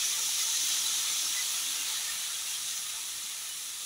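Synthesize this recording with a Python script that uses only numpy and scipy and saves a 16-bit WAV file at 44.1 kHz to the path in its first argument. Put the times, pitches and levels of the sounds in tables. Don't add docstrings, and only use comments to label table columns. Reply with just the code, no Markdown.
import sys
import numpy as np
from scipy import signal
from scipy.fft import rfft, irfft, next_fast_len
from scipy.io import wavfile
from scipy.ndimage import uniform_filter1d, map_coordinates

SR = 44100
rng = np.random.default_rng(int(sys.argv[2]) if len(sys.argv) > 2 else 0)


def nominal_scale(level):
    x = np.asarray(level, float) / 20
    return 10 ** x


def file_out(sig):
    cols = np.atleast_2d(sig).T
    lim = np.clip(cols, -1, 1)
    pcm = np.round(lim * 32767).astype(np.int16)
    wavfile.write(sys.argv[1], SR, pcm)


N = 169785
TIME_S = np.arange(N) / SR


def unit(x):
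    return x / np.sqrt(np.mean(x ** 2) + 1e-20)


def wobble(rate):
    knots = rng.standard_normal(int(N * 40 / SR) + 4)
    return map_coordinates(knots, [np.arange(N) * min(rate, 40) / SR])


def swing_of(rows):
    start_s, level_db = np.transpose(rows)
    curve = np.interp(TIME_S, start_s, level_db)
    return curve.mean(), curve - curve.mean()


def filtered(x, response):
    m = next_fast_len(N + SR // 2)
    return irfft(rfft(x, m) * response(np.fft.rfftfreq(m, 1 / SR)), m)[..., :N]


def coloured(x, spectrum):
    f, db = np.transpose(spectrum)
    return unit(filtered(x, lambda hz: nominal_scale(np.interp(np.log(hz + 1), np.log(f + 1), db))))


def patchy(patchy_db, wide, long):
    z = signal.stft(rng.standard_normal(N), nperseg=512)[2]
    field = uniform_filter1d(rng.standard_normal(z.shape), wide, axis=0)
    field = uniform_filter1d(field, long, axis=1)
    return unit(signal.istft(z * nominal_scale(patchy_db * unit(field)), nperseg=512)[1][:N])


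def bubbles(count, low_hz, high_hz, cycles, spread_db, size):
    when, pitch, big, turn = rng.random((count, 4)).T[:, :, None]
    hz = low_hz + (high_hz - low_hz) * pitch
    k = np.arange(size)
    life = k / SR * hz / cycles
    strength = nominal_scale(-spread_db * np.log(big + 1e-4)) * np.sqrt(hz)
    tone = strength * life * np.exp(-3 * life) * np.sin(2 * np.pi * (hz * k / SR + turn))
    tone = tone * np.hanning(2 * size)[size:]
    return unit(np.bincount(((when * N).astype(int) + k).ravel(), tone.ravel(), N + size)[:N])


def ticks(count, spread_db):
    when, big = rng.random((count, 2)).T
    return unit(np.bincount((when * N).astype(int), -nominal_scale(-spread_db * np.log(big + 0.021)), N))


def singing(rows):
    rise, flutter_db, drift_rad = .015, 3, .9
    out = np.zeros(N)
    for s, hz, db, length in rows:
        near = slice(max(int((s - 2 * length) * SR), 0), int((s + 2 * length) * SR))
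        u = (TIME_S[near] - s) / length
        knots = rng.standard_normal((2, 20))
        shake, drift = map_coordinates(knots, [[0 * u, 0 * u + 1], [4 * u + 10] * 2], mode="nearest")
        turn = 2 * np.pi * hz * length * (u + rise * u * u / 2) + drift_rad * drift
        out[near] += nominal_scale(db + 7.5 + flutter_db * shake) * np.exp(-2.5 * u * u) * np.sin(turn)
    return out


def hum():
    return np.sin(2 * np.pi * 100 * np.arange(N) / SR) * nominal_scale(-44 + 1.4 * wobble(6))


# pitch_hz [Hz], level_db [dB per Hz]
BURNER_SPECTRUM = [(25, -35), (45, -19), (70, -11.5), (160, -5), (243, -8), (420, -8), (560, -14.5),
                   (780, -32.5)]


def burner():
    return coloured(patchy(0.82, wide=2, long=8), BURNER_SPECTRUM)


# start_s [s], pitch_hz [Hz], level_db [dB rms], length_s [s]
GULP_EVENTS = [(.08, 382, -63, .07), (.21, 487, -62, 0.055), (0.272, 297, -66, 0.056),
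               (0.686, 110, -66, 0.035), (.76, 151, -65, 0.039), (.85, 275, -68, 0.045),
               (1.1, 480, -60, 0.045), (1.248, 317, -66, 0.12), (1.3, 151, -65, 0.025),
               (1.682, 285, -66.5, 0.087), (1.806, 293, -68, 0.047), (.02, 90, -68, 0.016),
               (.64, 302, -58, 0.022), (.72, 320, -61, .025), (.97, 62, -83, 0.034), (1.05, 75, -67, .025),
               (1.32, 90, -70, 0.016), (1.12, 290, -64, .03), (2.16, 169, -64, 0.032),
               (2.36, 120, -74, .025), (2.65, 160, -68, 0.028), (2.125, 75, -63, 0.028),
               (2.947, 75, -70, .03), (3.165, 81, -63, 0.031), (2.48, 706, -74, 0.038),
               (2.95, 696, -67, 0.04), (1.88, 500, -61, 0.021), (3.24, 197, -71, .04),
               (3.82, 506, -65, 0.036)]


def gulps():
    return nominal_scale(-5.5) * singing(GULP_EVENTS)


# start_s [s], pitch_hz [Hz], level_db [dB rms], length_s [s]
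SINGER_EVENTS = [(.035, 1270, -47, 0.015), (.058, 5986, -32, .02), (.131, 3555, -40, 0.027),
                 (.139, 1190, -47, 0.032), (.197, 1340, -51, .025), (.418, 2070, -47, 0.032),
                 (.438, 3430, -40, 0.042), (.572, 4180, -33.5, 0.022), (.2, 900, -54, 0.044),
                 (.29, 843, -51, 0.017), (.229, 486, -55, .04), (.432, 1280, -47, 0.027),
                 (.496, 925, -52, 0.043), (.554, 1900, -46, 0.034), (.862, 3950, -32, 0.018),
                 (.801, 1350, -52, 0.031), (.879, 1390, -51, 0.022), (.891, 3531, -36, 0.018),
                 (1.013, 5940, -41, .02), (1.088, 3540, -38, 0.041), (1.097, 4360, -41, 0.06),
                 (1.109, 1244, -49, 0.023), (1.196, 3430, -37.5, 0.044), (1.263, 5383, -35.5, 0.025),
                 (1.643, 3350, -40, .025), (1.692, 3560, -42, 0.022), (1.884, 3900, -44, .025),
                 (1.384, 2007, -42, 0.049), (1.8, 2800, -41, 0.037), (1.919, 875, -52, 0.035),
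                 (2.098, 1810, -43, 0.038), (2.104, 2205, -49, 0.045), (2.162, 1740, -49, 0.025),
                 (2.235, 6350, -44, 0.023), (2.267, 3450, -44, 0.018), (2.351, 3330, -44, 0.021),
                 (2.551, 3160, -44, 0.021), (2.711, 6360, -43, .02), (2.505, 2770, -47, 0.05),
                 (2.725, 1864, -47, 0.016), (2.972, 893, -56.5, 0.045), (2.978, 1260, -56, 0.023),
                 (3.175, 1880, -61, 0.036), (3.309, 2230, -51, .02), (3.515, 2972, -48, 0.031),
                 (3.596, 2000, -55, .02), (3.695, 3510, -48, .025), (3.825, 1200, -56, 0.03)]


def singers():
    return nominal_scale(-6) * singing(SINGER_EVENTS)


# start_s [s], lift_db [dB], length_s [s]
SPURT_EVENTS = [(0.128, 0.5, 0.017), (0.245, 1.5, .02), (0.343, 1.5, 0.013), (0.403, 1.5, .02),
                (0.57, 0.5, 0.02), (0.586, -2.5, 0.0098), (0.724, 2, 0.032), (0.864, -0.5, 0.019),
                (1.13, -1, .02), (1.31, -1, 0.015), (1.524, -0.5, .015), (2.448, -1.5, 0.016),
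                (2.47, 1, .02), (2.555, 1, 0.014), (2.716, 1.5, 0.031), (2.78, 2, 0.018), (2.855, 0, .012),
                (2.901, 2, 0.0092), (3.05, 0, .015), (3.2, -0.5, .015), (3.36, -0.5, .02), (3.52, -1, .02),
                (3.557, -0.5, 0.018), (3.698, 1, 0.022)]


def surges():
    spurts_db = sum(db * np.exp(-((TIME_S - s) / length) ** 2) for s, db, length in SPURT_EVENTS)
    return 0.22 * wobble(4.76) + 0.1 * wobble(9.4) + 0.74 * spurts_db


# pitch_hz [Hz], level_db [dB per Hz]
MIST_SPECTRUM = [(10500, -33), (12100, -1), (12400, -4), (13700, -9.5), (14400, -3), (15000, 2), (15500, 0),
                 (15900, 0)]


def mist(pops):
    return coloured(patchy(1.4, wide=14, long=8) + pops, MIST_SPECTRUM)


# start_s [s], level_db [dB over the mean mist]
SPIT_EVENTS = [(.155, 0), (.975, 0), (1.037, 1), (1.522, 6), (1.54, 1), (1.683, -1), (1.83, -1), (2.08, -1),
               (2.88, -1), (3.09, 0), (3.16, -2), (3.30, -1), (3.49, 0), (3.7, -2)]
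# pitch_hz [Hz], level_db [dB per Hz]
SPIT_SPECTRUM = [(9000, -25), (13000, -10), (14600, -2), (15300, 0), (16000, 0)]


def spits():
    puffs = sum(nominal_scale(db) * np.exp(-((TIME_S - s) / .008) ** 2) for s, db in SPIT_EVENTS)
    return puffs * coloured(rng.standard_normal(N), SPIT_SPECTRUM)


# pitch_hz [Hz], level_db [dB per Hz]
SPLASH_SPECTRUM = [(300, -53), (480, -19), (600, -14), (883, -9.5), (1240, -6), (1600, -7.5), (2600, -4.5),
                   (4200, -14.5)]


def splash(pops):
    noise = pops + patchy(1.8, wide=2, long=8)
    drops = bubbles(count=1000, low_hz=397, high_hz=3203, cycles=73, spread_db=0.4, size=1200)
    return coloured(noise + 0.22 * drops, SPLASH_SPECTRUM)


# pitch_hz [Hz], level_db [dB per Hz]
HISS_SPECTRUM = [(4500, -32.5), (7000, 0), (8300, -2), (10300, 1), (11900, -5.5), (12400, -32),
                 (14000, -46)]


def hiss(pops):
    noise = pops + patchy(0.17, wide=12, long=7)
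    bursts = bubbles(count=8000, low_hz=7260, high_hz=16300, cycles=4.4, spread_db=0.5, size=50)
    return coloured(noise + 0.24 * bursts, HISS_SPECTRUM)


# pitch_hz [Hz], level_db [dB per Hz]
FIZZ_SPECTRUM = [(1200, -35.5), (2300, -14.5), (3500, -2), (4020, -2), (4850, -7.5), (5980, 0),
                 (7100, -6.5), (9000, -27.5)]
# start_s [s], level_db [dB]
BRIGHT_CURVE = [(0, 1.1), (.5, 2), (.9, 0.5), (1.2, 0.5), (1.5, 0.3), (2, -1.1), (2.7, 0.1), (3.2, -1),
                (3.85, -0.5)]


def fizz(pops):
    noise = pops + patchy(1.4, wide=3, long=9)
    bursts = bubbles(count=3000, low_hz=1993, high_hz=8993, cycles=67, spread_db=1.0, size=400)
    boil = coloured(noise + 0.22 * bursts, FIZZ_SPECTRUM)
    small = filtered(boil, lambda hz: hz > 4900)
    return boil + (nominal_scale(swing_of(BRIGHT_CURVE)[1]) - 1) * small


# pitch_hz [Hz], width_hz [Hz], lift_db [dB]
WOK_MODES = [(293, 24, 7), (379, 14, 8.5), (431, 54, -4), (473.4, 34, 7.5), (507, 37, 3), (600, 33, -6.5),
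             (885, 33, 5), (1277, 110, 4.5), (1390, 54, 0.5), (1807, 115, 4.5), (2070, 59, 1.5),
             (2306, 69, 2), (2735, 31, 3), (3396, 54, 3.5)]


def wok(x):
    def lift(f):
        return nominal_scale(sum(db / (1 + (2 * (f - c) / w) ** 2) for c, w, db in WOK_MODES))
    return filtered(x, lift)


# start_s [s], level_db [dB]
HEAT_CURVE = [(0, -31.5), (.35, -32), (.85, -31), (1.05, -32), (1.35, -33), (1.55, -32.5), (1.95, -35.5),
              (2.25, -36.5), (2.43, -37.5), (2.49, -35.5), (2.65, -36.8), (2.78, -38.5), (2.84, -38.5),
              (3.15, -40.5), (3.55, -40.5), (3.7, -41), (3.78, -43.5), (3.85, -40.5)]
# start_s [s], level_db [dB]
POUR_CURVE = [(0, -43.5), (.5, -45.5), (1.0, -44), (1.3, -46.5), (1.6, -44.5), (1.9, -46), (2.15, -45),
              (2.4, -47), (2.7, -48.5), (3.2, -50), (3.85, -52)]


def sizzle():
    mean_db, swing = swing_of(HEAT_CURVE)
    stream = swing_of(POUR_CURVE)[1]
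    pops = nominal_scale(-11) * ticks(count=4000, spread_db=3.5)
    spray = mist(pops)
    surge = surges()
    fizzing, hissing, splashing = fizz(pops), hiss(pops), splash(pops)
    flame, murmur = burner(), hum()
    mist_db = -8.5
    pan = nominal_scale(-0.8 + 0.86 * swing + 1.47 * surge + 0.14 * wobble(8.22)) * fizzing
    pan += nominal_scale(-3.5 + 0.59 * swing + 0.16 * surge + 0.084 * wobble(8.25) + 0.083 * wobble(60)) * hissing
    pan += nominal_scale(-10.5 + stream + 0.64 * surge + 0.69 * wobble(6.67)) * splashing
    pan += nominal_scale(mist_db + .7 * swing + 0.88 * surge + 0.3 * wobble(6.1) + 1.1 * wobble(21)) * spray
    pan += nominal_scale(mist_db) * spits()
    pan += nominal_scale(-32.5 + 0.45 * swing + 0.27 * surge + 0.96 * wobble(6.81)) * flame
    return nominal_scale(mean_db) * (wok(pan) + murmur)


def kitchen(x):
    t60_s, tail_db = .15, -14
    t = np.arange(SR // 3) / SR
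    tail = rng.standard_normal(len(t)) * nominal_scale(-60 * t / t60_s)
    return x + nominal_scale(tail_db) * signal.fftconvolve(x, tail / np.linalg.norm(tail))[:N]


# start_s [s], low_hz [Hz], high_hz [Hz], level_db [dB rms]
FLECK_EVENTS = [(0.59, 4270, 5160, -45), (.847, 8950, 10330, -46), (1.079, 13050, 14470, -56),
                (1.126, 6250, 7540, -41), (1.358, 10400, 11700, -46), (2.099, 4730, 5770, -48),
                (2.101, 13050, 14470, -60), (2.147, 12400, 14470, -58), (2.193, 5680, 6860, -47),
                (2.751, 11700, 13050, -54), (3.053, 11600, 15700, -52), (3.238, 5760, 6900, -49),
                (3.238, 14470, 15700, -59), (3.749, 9650, 11700, -49), (3.772, 8300, 11000, -51)]


def flecks():
    frame, offset = 2048, 441
    half = frame // 2
    side, line = np.zeros(N + frame), np.arange(half) + .5
    waves = np.cos(np.pi / half * np.outer(np.arange(frame) + .5 + half / 2, line))
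    window = signal.windows.kaiser_bessel_derived(frame, 4 * np.pi)
    line_hz = line * SR / frame
    for s, low_hz, high_hz, db in FLECK_EVENTS:
        band = waves @ (rng.standard_normal(half) * (line_hz > low_hz) * (line_hz < high_hz))
        start = offset + half * (round((s * SR - offset) / half) - 1)
        side[start:][:frame] += nominal_scale(db) * unit(band) * window
    return side[:N]


def scene():
    mono = kitchen(sizzle() + singers() + gulps())
    return np.array([mono, mono])


def low_pass(x):
    return signal.sosfilt(signal.butter(12, 17090, fs=SR, output="sos"), x)


def record(dry):
    kept = filtered(dry, lambda hz: hz < 15730)
    mix = kept + flecks() * [[1], [-1]]
    return low_pass(mix)


dry = scene()
out = record(dry)
file_out(out)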